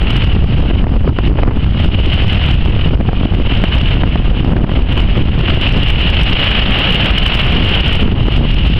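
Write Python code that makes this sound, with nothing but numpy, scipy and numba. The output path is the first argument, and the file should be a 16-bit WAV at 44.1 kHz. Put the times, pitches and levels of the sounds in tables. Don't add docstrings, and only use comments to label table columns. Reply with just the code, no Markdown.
import sys
import numpy as np
from scipy import signal
from scipy.fft import rfft, irfft, next_fast_len
from scipy.io import wavfile
from scipy.ndimage import map_coordinates
from numba import njit

SR = 44100
rng = np.random.default_rng(int(sys.argv[2]) if len(sys.argv) > 2 else 0)


def output_pcm(signal):
    pcm = np.clip(np.atleast_2d(signal).T, -1, 1) * 32767
    wavfile.write(sys.argv[1], SR, np.round(pcm).astype(np.int16))


N = 387638
TIME_S = np.arange(N) / SR

# frequency in Hz, level in dB.
BUFFET_SPECTRUM = [(60, -8.5), (200, 7), (550, -3.5), (900, -9.5), (1500, -15.5), (2500, -19.5),
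                   (5000, -50.5)]


def undb(db):
    return 10 ** (np.asarray(db) / 20)


def unit(x):
    return x / np.sqrt(np.mean(x ** 2))


def colour(x, spectrum, tilt_db_per_octave=0):
    hz, db = np.transpose(spectrum)
    size = next_fast_len(len(x))
    octave = np.log2(np.maximum(np.arange(size // 2 + 1) * SR / size, 1))
    gain = undb(np.interp(octave, np.log2(hz), db) + tilt_db_per_octave * octave)
    return unit(irfft(rfft(x, size) * gain, size)[:len(x)])


def walk(rate_hz):
    steps = rng.standard_normal(N // 20)
    return unit(map_coordinates(steps, [TIME_S * rate_hz], order=2, mode="wrap"))


def noise():
    return rng.standard_normal(N)


def surf(surge_db=-1.0, churn_db=2.05, splash_db=-10, splashes_per_s=700, splash_spread_db=3):
    # frequency in Hz, level in dB.
    surf_spectrum = [(100, 5), (350, -4.5), (700, -1.5), (1050, -6), (1300, -4), (1600, -5), (2200, -5),
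                     (3000, -6), (3700, -12.5), (4500, -21), (5200, -33), (6000, -7)]
    foam = noise() * undb(churn_db * walk(130))
    splashes = (rng.random(N) < splashes_per_s / SR) * noise() * undb(splash_spread_db * noise())
    water = colour(foam + undb(splash_db) * unit(splashes), surf_spectrum)
    return unit(port_ring(water)) * undb(surge_db * walk(22))


def port_ring(x):
    # centre in Hz, width in Hz, gain of the ring in dB.
    resonance = (2930, 385, 11.7)
    centre_hz, width_hz, ring_db = resonance
    ring = signal.lfilter(*signal.iirpeak(centre_hz, centre_hz / width_hz, fs=SR), x)
    return x + undb(ring_db) * ring


def breakers(gain_db=2, wash_db=-28.5, rise_s=0.19, drain_db_per_s=15, roar_hz=1880):
    # start in seconds, length in seconds, relative level in dB, boost below roar_hz in dB.
    waves = [(-0.4, 0.38, -24, 1.5), (1.81, 0.33, -26, -2.5), (2.172, 0.27, -20.5, 0),
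             (3.3, 0.58, -24, 1.5), (4.603, 0.27, -29, 2), (5.41, 1.14, -20, -1.5),
             (6.093, 1.26, -14.5, -0.5), (7.604, 0.17, -17, -1), (8.2, 0.43, -25.5, -5.5)]
    power, roar_db = undb(wash_db) ** 2, np.zeros(N)
    for start_s, length_s, level_db, boost_db in waves:
        swell = np.clip((TIME_S - start_s) / rise_s, 0, 1)
        drain_db = drain_db_per_s * np.maximum(TIME_S - start_s - length_s, 0)
        power = power + (swell * undb(level_db - drain_db)) ** 2
        roar_db += swell * (boost_db - roar_db)
    water = surf() * np.sqrt(power) * undb(gain_db)
    roar = signal.sosfiltfilt(signal.butter(2, roar_hz, fs=SR, output="sos"), water)
    return water + (undb(roar_db) - 1) * roar


def wind(eddy_lift_db, rumble_db=-11, eddy_db=-21.5, blast_db=2):
    # frequency in Hz, level in dB.
    rumble_spectrum = [(6, -0.5), (16, -6), (32, -0.5), (55, 0), (80, -4), (125, -9), (200, -18),
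                       (400, -40.5), (1000, -59.5)]
    shove = colour(noise(), rumble_spectrum)
    blasts = undb(blast_db * np.clip(walk(24), -2, 2))
    return blasts * (shove * undb(rumble_db) + eddies(shove) * undb(eddy_db + eddy_lift_db))


def eddies(shove, tear_db=4.5, shove_db=3.5, snap_db=-7.5, snap_spread_db=0.5):
    # frequency in Hz, level in dB.
    eddy_spectrum = [(50, -10), (120, -0.5), (200, -1.5), (300, -7), (500, -16), (800, -23), (1400, -28.5),
                     (2500, -49.5), (5000, -67)]
    force = np.minimum(np.abs(shove), 2.5)
    bursts = undb(tear_db * np.clip(walk(170), -2, 2) + shove_db * force)
    snaps_per_s = 75 * force
    snaps = (rng.random(N) < snaps_per_s / SR) * np.sign(noise())
    snaps *= undb(snap_spread_db * np.clip(noise(), -2, 2))
    flutter = colour(noise() * bursts, eddy_spectrum)
    return flutter + undb(snap_db) * colour(snaps, BUFFET_SPECTRUM)


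def gusts(attack_s=0.025, release_s=0.051):
    # start in seconds, length in seconds, lift of the wind in dB, further eddy lift in dB.
    gust_events = [(0.322, 0.2, 9.5, -1), (0.546, 0.25, 3.5, 2), (0.805, 0.31, 12.5, 1),
                   (1.268, 0.247, 11, 2.5), (1.626, 0.32, 3, -1), (2.44, 0.93, 3.5, 1.5),
                   (2.858, 0.21, 9.5, 3), (3.15, 0.16, 2.5, 5), (3.95, 0.62, 3, 1), (4.426, 0.22, 7.5, 4),
                   (4.705, 0.073, 3, 4), (5.06, 0.18, 1.5, 1.5), (6.657, 0.35, -1.5, 5),
                   (7.394, 0.38, -0.5, 4.5), (8.003, 0.2, 8.5, 3), (8.346, 0.084, 3.5, 2.5)]
    lift_db, eddy_lift_db = np.zeros(N), np.zeros(N)
    for start_s, length_s, gust_db, eddy_db in gust_events:
        attack = np.clip((TIME_S - start_s) / attack_s, 0, 1)
        release = np.exp(-np.maximum(TIME_S - start_s - length_s, 0) / release_s)
        share = attack * release
        lift_db += share * (gust_db - lift_db)
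        eddy_lift_db += share * (eddy_db - eddy_lift_db)
    return lift_db, eddy_lift_db


def buffets(gain_db=1, crest_s=0.0024, rise_s=0.00084, fall_s=0.0032, neutral_bright_db=-15):
    # time in seconds, relative peak level in dB, brightness in dB.
    hits = [(0.365, -9, -21), (0.708, -6.5, -18.5), (0.839, -10, -18), (0.866, -6.5, -25),
            (1.074, -14.5, -19), (1.185, -5, -10.5), (1.315, -9, -25), (1.385, -16, -19),
            (1.431, -9.5, -12), (1.448, -20, -4), (1.47, -13, -17), (1.508, -13, -8), (1.985, -16, -15),
            (2.858, -9, -21), (2.906, -21, -5), (3.007, -5, -9.5), (3.087, -6, -20.5),
            (3.129, -10.5, -16.5), (3.637, 1.5, -15.5), (4.033, -6.5, -8), (4.156, -1.5, -20),
            (4.531, -2.5, -21.5), (4.564, -8.5, -15), (4.641, 1, -22.5), (4.691, -14.5, -2),
            (8.282, -4.5, -20.5), (8.45, -9.5, -15)]
    out = np.zeros(N + SR)
    lead = SR // 32
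    t = np.arange(-lead, lead) / SR - crest_s
    envelope = np.exp(np.where(t < 0, t / rise_s, -t / fall_s))
    envelope_rms = np.sqrt(np.mean(envelope ** 2))
    for time_s, peak_db, bright_db in hits:
        tilt_db_per_octave = 0.27 * (bright_db - neutral_bright_db)
        puff = colour(rng.standard_normal(len(t)) * envelope, BUFFET_SPECTRUM, tilt_db_per_octave)
        start = int(time_s * SR) - lead
        out[start:start + len(t)] += puff * envelope_rms * undb(peak_db + gain_db)
    return out[:N]


@njit
def follow_peak(x, attack_s, release_s, level):
    out = np.empty(len(x))
    for i in range(len(x)):
        rectified = abs(x[i])
        lag_s = attack_s if rectified > level else release_s
        level += (rectified - level) / (lag_s * SR)
        out[i] = level
    return out


def gain_control(x, knee_db=-11, target_db=-4.5, attack_s=0.00091, release_s=0.037):
    target = float(undb(target_db))
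    peak = follow_peak(x, attack_s, release_s, target)
    return x * target / np.maximum(peak, undb(knee_db))


def scene():
    lift_db, eddy_lift_db = gusts()
    gale = undb(lift_db) * (wind(eddy_lift_db) + buffets())
    return (breakers() + gale)[None]


def record(dry, full_scale=0.707, hiss_db=-91.5, top_hz=15900):
    quarter_rate = signal.resample_poly(gain_control(dry[0]), 1, 4)
    clipped = np.clip(quarter_rate, -full_scale, full_scale)
    interpolator = signal.firwin(129, 0.245, window=("kaiser", 9))
    full_rate = signal.resample_poly(clipped, 4, 1, window=interpolator)[:N]
    crackling = np.clip(full_rate, -full_scale, full_scale)
    hiss = undb(hiss_db) * noise()
    lowpass = signal.ellip(8, 0.2, 70, top_hz, fs=SR, output="sos")
    return signal.sosfilt(lowpass, crackling + hiss)[None]


dry = scene()
out = record(dry)
output_pcm(out)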